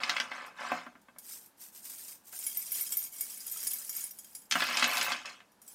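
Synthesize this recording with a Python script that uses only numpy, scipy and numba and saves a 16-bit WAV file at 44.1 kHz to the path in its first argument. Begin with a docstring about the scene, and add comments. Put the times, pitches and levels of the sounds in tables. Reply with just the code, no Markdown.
"""Steel boot chains and a plastic bag

Both are handled close by in a small, soft-walled room. The stiff bag crinkles and snaps
as its film buckles. The links rustle in the fist, then hang free and jingle while the
spike plates clink. One chain is pushed down on the bag; the other stirs again at the end."""
import sys
import numpy as np
from scipy import signal
from scipy.fft import rfft, irfft, next_fast_len
from scipy.io import wavfile
from scipy.ndimage import uniform_filter1d
from numba import njit

SR = 44100
rng = np.random.default_rng(int(sys.argv[2]) if len(sys.argv) > 2 else 0)


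def output_pcm(signal):
    """Save a mono or channel-first signal as 16-bit PCM at the path in sys.argv[1].

    Samples are clipped to [-1, 1] before scaling.
    """
    pcm = np.clip(np.atleast_2d(signal).T, -1, 1) * 32767
    wavfile.write(sys.argv[1], SR, np.round(pcm).astype(np.int16))


N = 253431


def amp(db):
    """Decibels to gain."""
    return 10 ** (np.asarray(db) / 20)


def unit(x):
    """Scale to rms 1."""
    return x / np.sqrt(np.mean(x ** 2) + 1e-20)


def even(x, window_s):
    """Level to about rms 1 per window; the finer grain stays."""
    power = np.abs(uniform_filter1d(x ** 2, int(window_s * SR)))
    return x / np.sqrt(power + np.mean(x ** 2) / 1000)


def unit_hit(x):
    """Scale a hit to the energy of 1 ms at full level."""
    return x / np.sqrt(np.sum(x ** 2) / (SR / 1000) + 1e-20)


def along(points, hz):
    """Read (Hz, value) points on a log axis."""
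    point_hz, values = np.transpose(points)
    return np.interp(np.log(hz + 1), np.log(point_hz + 1), values)


def filtered(x, response):
    """Apply a response given as a function of Hz."""
    size = next_fast_len(N + SR // 2)
    return irfft(rfft(x, size) * response(np.fft.rfftfreq(size, 1 / SR)), size)[..., :N]


def coloured(x, spectrum, size=2048):
    """Minimum-phase filter from (Hz, dB) points; clicks keep their sharp front."""
    cepstrum = irfft(np.log(amp(along(spectrum, np.fft.rfftfreq(size, 1 / SR)))))
    cepstrum[1:size // 2] *= 2
    cepstrum[size // 2 + 1:] = 0
    impulse = irfft(np.exp(rfft(cepstrum)))
    return signal.oaconvolve(x, impulse)[:len(x)]


def add(track, start_s, sound):
    """Mix a sound into a track."""
    start = round(start_s * SR)
    track[start:start + len(sound)] += sound[:N - start]


@njit
def oscillators(starts, poles, gains, lengths):
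    """Sum decaying complex oscillators, one per partial."""
    out = np.zeros(N)
    for k in range(len(starts)):
        z = gains[k] + 0j
        for n in range(starts[k], min(starts[k] + lengths[k], N)):
            out[n] += z.imag
            z *= poles[k]
    return out


def pings(start_s, hz, t60_s, gain):
    """Damped sines; the arguments broadcast."""
    start_s, hz, t60_s, gain = (a.flatten() for a in np.broadcast_arrays(start_s, hz, t60_s, gain))
    poles = np.exp((2j * np.pi * hz - np.log(1000) / t60_s) / SR)
    return oscillators((start_s * SR).astype(np.int64), poles, gain, (t60_s * SR).astype(np.int64))


def contacts(count, spread_db):
    """Random times and strengths, one row per contact."""
    start_s = rng.uniform(0, N / SR, (count, 1))
    return start_s, amp(spread_db * np.minimum(rng.standard_normal((count, 1)), 2))


def grains(count, spread_db, top_hz, t60_s, scatter_s, partials=4):
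    """Small contacts, each a cluster of short pings at random pitches."""
    start_s, strength = contacts(count, spread_db)
    lag, pitch, life = rng.random((3, count, partials))
    sign = rng.choice([-1, 1], (count, partials))
    return pings(start_s + scatter_s * lag, top_hz * pitch, t60_s * (0.5 + life), strength * sign)


def burst(rate_per_s, t60_s):
    """A first contact, then a dying chatter."""
    t = np.arange(SR // 20) / SR
    struck = rng.random(len(t)) < rate_per_s / SR
    hits = struck * rng.uniform(-1.61, 1, len(t)) * amp(-60 * t / t60_s)
    hits[0] = 1
    return hits


def flurries(rate_per_s, depth_db):
    """Smooth random gain: contacts come in clumps."""
    knots = rng.standard_normal(N // 100)
    return amp(depth_db * np.interp(np.arange(N) * rate_per_s / SR, np.arange(len(knots)), knots))


def stroke(start_s, length_s, attack_s, swell_db, settle_db_per_s):
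    """Gain of one hand movement: soft onset, a swell or dip midway, then the material settles."""
    t = np.arange(N) / SR - start_s
    rise = np.sin(np.pi / 2 * np.clip(t / attack_s + 0.5, 0, 1)) ** 2
    arch = np.sin(np.pi * np.clip(t / length_s, 0, 1)) ** 2
    return rise * amp(swell_db * arch - settle_db_per_s * np.maximum(t - length_s, 0))


# Background noise. Each row: frequency in Hz, relative level in dB.
HUSH_SPECTRUM = [(15, -46), (25, -16), (149, -9), (200, -1), (416, -8), (775, -8), (863, -5), (1190, -11.5),
                 (1700, -10.5), (1940, -17), (3920, -20), (12500, -24.5), (16000, -32)]


def hush():
    """Steady noise of the room and microphone."""
    mid, side = (unit(coloured(rng.standard_normal(N), HUSH_SPECTRUM)) for _ in range(2))
    return amp(-67.5) * (mid + amp(-17.5) * np.array([side, -side]))


# Room decay. Each row: frequency in Hz, t60 in seconds.
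ROOM_DECAY = [(150, 0.38), (500, 0.13), (1400, 0.11), (4000, 0.11), (12000, 0.15)]


def room(x, wet_db, side_db):
    """Direct sound plus a short tail, slightly different at each ear."""
    hz, t, noise = signal.stft(rng.standard_normal((2, SR // 2)), SR, nperseg=256)
    decay = amp(-60 * t / along(ROOM_DECAY, hz)[:, None])
    _, tail = signal.istft(noise * decay, SR, nperseg=256)
    tail[:, :SR // 500] = 0  # 2 ms pre-delay
    mid, side = signal.fftconvolve(x[None], tail / np.linalg.norm(tail[0]), axes=1)[:, :N]
    return x + amp(wet_db) * (mid + amp(side_db) * np.array([side, -side]))


# Room resonances. Each row: centre in Hz, width in Hz, relative gain in dB.
ROOM_MODES = [(123.6, 8.3, 0.5), (178, 10.7, 6), (248.8, 14.3, 14.5), (299, 27, -9), (405, 25, 1),
              (529, 11, 12), (727, 21, 7.5), (1153, 123, -1), (1566, 21, -1.5), (2034, 24, 4),
              (2605, 25, -10), (3050, 16, -10.5)]


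def standing_waves(x):
    """The room rings on at its modes."""
    return filtered(x, lambda hz: sum(
        amp(db) * 1j * hz * width_hz / (centre_hz ** 2 - hz ** 2 + 1j * hz * width_hz)
        for centre_hz, width_hz, db in ROOM_MODES))


# Spectra of folds and creases. Each row: frequency in Hz, relative level in dB.
FOLD_SPECTRUM = [(30, -33), (80, -34.5), (130, -18), (200, -19), (400, -13), (720, -3.5), (1150, 4.5),
                 (1700, 1), (2400, -5.5), (3600, -18), (7000, -52.5), (16000, -65)]
CREASE_SPECTRUM = [(200, -52), (1200, -7), (2500, 8), (3800, -1), (6000, -4), (8000, -9.5), (11000, -21),
                   (15500, -28.5)]
# Hands squeeze the bag. Each row: start and length in seconds, level in dB, crease offset in dB.
BAG_SQUEEZES = [(-0.03, 0.26, -41, -7.5), (0.31, 0.15, -45.5, -12), (0.582, 0.19, -40.5, -10.5),
                (4.53, 0.15, -42, 0.5), (4.686, .44, -37, -2), (5.25, 0.037, -49.5, -1)]


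def bag_crinkle():
    """Broad folds crackle low while swarms of small creases tick above them."""
    folds = grains(count=5000, spread_db=4.5, top_hz=5950, t60_s=0.0085, scatter_s=0.00196, partials=3)
    creases = grains(count=7000, spread_db=5, top_hz=15820, t60_s=0.016, scatter_s=0.002)
    folds = even(coloured(folds, FOLD_SPECTRUM), window_s=0.044)
    creases = even(coloured(creases, CREASE_SPECTRUM), window_s=0.0088)
    out = np.zeros(N)
    for start_s, length_s, db, crease_db in BAG_SQUEEZES:
        grip = stroke(start_s, length_s, attack_s=0.37 * length_s, swell_db=2, settle_db_per_s=164)
        out += amp(db) * grip * (amp(-4.5) * folds + amp(crease_db) * creases)
    return out


# Bag snaps and, at 2.331 s, a soft hollow tap as the chains are handled.
# Each row: start in seconds, relative level in dB, pitch in Hz.
SNAPS_AND_TAP = [(0.0345, -28, 2270), (0.095, -24, 2530), (0.082, -46, 2200), (0.166, -28.5, 2280),
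                 (0.182, -37, 2250), (0.2007, -27, 2500), (0.316, -36, 1700), (0.7178, -27.5, 1120),
                 (0.865, -43.5, 1120), (0.953, -54.5, 1047), (1.085, -54, 1120), (1.162, -57.5, 1030),
                 (2.331, -53.5, 1330), (4.5115, -26.5, 3520), (4.5221, -24, 2970), (4.555, -24, 1380),
                 (4.6045, -29, 2200), (4.6215, -25, 1890), (4.7713, -26, 3470), (4.7961, -30.5, 3680),
                 (4.8251, -22.5, 2010), (4.842, -23, 3080), (4.971, -29, 3200), (5.013, -28, 3250),
                 (5.1195, -29, 2420), (5.2568, -39.5, 2860), (5.404, -52.5, 1660)]


def snaps_and_tap():
    """Quick runs of clicks. In a snap a film panel flips; large ones sound lower, thump and last more."""
    out = np.zeros(N)
    air_spectrum = [(30, -56), (85, -34), (150, -24), (300, -15.5), (450, -20.5)]
    push_db_per_octave = 9.5
    for start_s, db, hz in SNAPS_AND_TAP:
        push_db = push_db_per_octave * np.log2(2000 / hz)
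        thump = [(air_hz, air_db + push_db) for air_hz, air_db in air_spectrum]
        body = [(hz * 0.59, -1), (hz, 0), (hz * 2.22, -7.5), (hz * 3.53, -25), (hz * 6, -36)]
        clicks = burst(rate_per_s=9000, t60_s=0.033 * np.sqrt(2000 / hz))
        add(out, start_s, amp(db + 7.5) * unit_hit(coloured(clicks, thump + body)))
    return out


def hollow_tap(start_s=3.561, hz=1290, t60_s=0.05, db=-45, attack_s=0.0013):
    """One soft tap as the chains are pulled apart."""
    out, t = np.zeros(N), np.arange(SR // 15) / SR
    envelope = amp(db - 60 * t / t60_s) * (1 - np.exp(-t / attack_s))
    add(out, start_s, envelope * np.sin(2 * np.pi * hz * t))
    return out


# Slack of the links. Each row: time in seconds, ringing gain in dB.
LINK_SLACK = [(1.2, -8), (2.2, -12), (2.45, 0.5), (3.3, 2.5), (4.3, -0.5), (4.9, 16.5), (5.7, 0.5)]


def looseness(time_s):
    """Ringing gain: low in the fist, high when the links hang free."""
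    return amp(np.interp(time_s, *np.transpose(LINK_SLACK)))


# Steel resonances. Each row: frequency in Hz, relative level in dB, t60 in seconds.
STEEL_MODES = [(2226, -11.5, 0.089), (3230, -10, 0.078), (4920, -6, 0.052), (5073, -3.5, 0.055),
               (5680, -0.5, 0.061), (6756, 1, 0.1), (7660, 3, 0.053), (8856, 6.5, 0.023), (9200, -7, 0.055),
               (10270, 5.5, 0.035), (10050, 4, 0.16), (12030, 1, .08), (12500, -19, .08),
               (13000, 3.5, 0.069), (14750, 1, 0.062)]


def link_rings(start_s, strength, vary_db, detune=0.008, scatter_s=0.004):
    """Each contact rings a slightly different link, whose modes start within milliseconds."""
    hz, db, t60_s = np.transpose(STEEL_MODES)
    tuning, variation = rng.standard_normal((2, len(start_s), len(hz)))
    gain = strength * amp(db + vary_db * np.minimum(variation, 2))
    gain *= np.sqrt(t60_s.min() / t60_s)  # energy independent of decay time
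    lag_s = scatter_s * rng.random(gain.shape)
    sign = rng.choice([-1, 1], gain.shape)
    return pings(start_s + lag_s, hz * (1 + detune * tuning), t60_s, gain * sign)


# Link striking link. Each row: frequency in Hz, relative level in dB.
TICK_SPECTRUM = [(30, -51.5), (200, -18.5), (600, -20.5), (1800, -13.5), (4200, -11.5), (5200, -6),
                 (7000, -5), (9300, -0.5), (10400, -9), (11200, -7.5), (13000, 1.5), (14700, -7.5),
                 (16000, -8.5)]
# A chain runs over itself. Each row: start and length in seconds, level in dB, midway swell in dB.
CHAIN_PULLS = [(1.214, 0.22, -54, 11.5), (1.584, 0.094, -53, 7), (1.739, 0.048, -48.5, 0),
               (1.836, 0.29, -46, 1), (2.249, 0.061, -56, 6), (2.331, .72, -42.5, -0.5),
               (2.72, 0.11, -50, 10), (3.126, 0.3, -46.5, 2.5), (3.459, 0.44, -44.5, 6),
               (3.924, 0.14, -43.5, 3.5), (4.138, .3, -60, 3.5), (4.514, 0.54, -49, -9.5),
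               (5.633, 0.22, -62.5, 8.5)]


def chain_jingle():
    """Links tick against each other, a few stand out; the looser they hang, the more they ring."""
    ticks = grains(count=11000, spread_db=0, top_hz=16170, t60_s=0.018, scatter_s=0.0015)
    rings = link_rings(*contacts(count=800, spread_db=8), vary_db=8.5)
    strays = grains(count=160, spread_db=1.5, top_hz=16050, t60_s=0.019, scatter_s=0.0006, partials=14)
    ticks = amp(-3.5) * even(coloured(ticks, TICK_SPECTRUM), window_s=0.067)
    rings = amp(-6) * looseness(np.arange(N) / SR) * even(rings, window_s=0.052)
    strays = amp(-12.5) * unit(coloured(strays, TICK_SPECTRUM))
    motion = sum(
        amp(db) * stroke(start_s, length_s, attack_s=0.049, swell_db=swell_db, settle_db_per_s=255)
        for start_s, length_s, db, swell_db in CHAIN_PULLS)
    return motion * flurries(rate_per_s=70, depth_db=0.5) * (ticks + strays + rings)


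# Notes of the spike plates. Each row: frequency in Hz, relative level in dB,
# gain at full brightness in dB, t60 in seconds at looseness 1.
PLATE_MODES = [(2225, -22, -3, 0.1), (10312, 0, -7.5, 0.07), (12350, -6.5, 1, 0.12),
               (13170, -2.5, 7.5, 0.08)]
# Steel strikes the plates. Each row: start in seconds, relative rattle and ring levels in dB,
# ring brightness from -1 (10.3 kHz note leads) to 1 (13.2 kHz note leads).
PLATE_STRIKES = [(0.463, -54, -57, 0.22), (1.016, -61, -67, 0), (1.185, -41, -47, -1),
                 (1.46, -53.5, -50, 1), (1.852, -38, -68.5, 0.61), (1.898, -36, -46, .5),
                 (2.082, -38.5, -60, .6), (2.39, -51, -41, -0.03), (2.466, -36.5, -36.5, -0.67),
                 (2.572, -61, -36, 0.97), (2.719, -36.5, -35.5, 0.21), (2.81, -41, -37.5, 0.7),
                 (2.922, -30.5, -44, 0.53), (2.97, -41.5, -34.5, 0.84), (3.037, -47, -45.5, .2),
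                 (3.208, -34.5, -44, -0.15), (3.465, -43.5, -53, 0.66), (3.514, -58, -44, 0.88),
                 (3.67, -33.5, -43.5, -1), (3.734, -41, -37.5, 0.62), (3.894, -38.5, -42, 0.48),
                 (3.965, -41.5, -40.5, 0.88), (4.04, -43, -43.5, -1.2), (4.109, -47.5, -51, 0.91),
                 (4.187, -47.5, -51.5, -0.33), (4.244, -49, -78, -0.46), (4.35, -40, -59, -.8),
                 (5.517, -73, -78, .2), (5.617, -53.5, -68, -0.49), (5.677, -50.5, -63, -0.87),
                 (5.74, -37, -50, 0)]


def plate_clinks():
    """A hard knock rattles nearby links and rings the spike plates, unless the fist damps them."""
    strikes = np.array(PLATE_STRIKES)
    rattle = np.zeros(N)
    for start_s, db in strikes[:, :2]:
        chatter = coloured(burst(rate_per_s=7300, t60_s=0.083), TICK_SPECTRUM)
        add(rattle, start_s, amp(db + 2.5) * unit_hit(chatter))
    start_s, rattle_db, ring_db, brightness = strikes.T[:, :, None]
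    loose = looseness(start_s)
    links = link_rings(start_s, loose * amp(rattle_db - 5), vary_db=5.5)
    hz, mode_db, bright_db, t60_s = np.transpose(PLATE_MODES)
    notes_db = ring_db + mode_db + np.clip(brightness, -1, 1) * bright_db
    hz = hz * (1 + 0.0014 * rng.standard_normal(notes_db.shape))  # no two plates are alike
    plates = pings(start_s, hz, t60_s * loose, 2 * loose * amp(notes_db))
    return rattle + links + plates


def scene():
    """Bag and chains straight ahead in the room."""
    bag = bag_crinkle() + snaps_and_tap()
    bag += amp(-3) * standing_waves(bag)
    chains = chain_jingle() + plate_clinks() + hollow_tap()
    return room(bag, wet_db=-2.5, side_db=-25) + room(chains, wet_db=-6.5, side_db=-17.5) + hush()


def record(dry):
    """Steep low-pass."""
    cutoff_hz = 15850
    return filtered(dry, lambda hz: 1 / np.sqrt(1 + (hz / cutoff_hz) ** 200))


dry = scene()
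out = record(dry)
output_pcm(out)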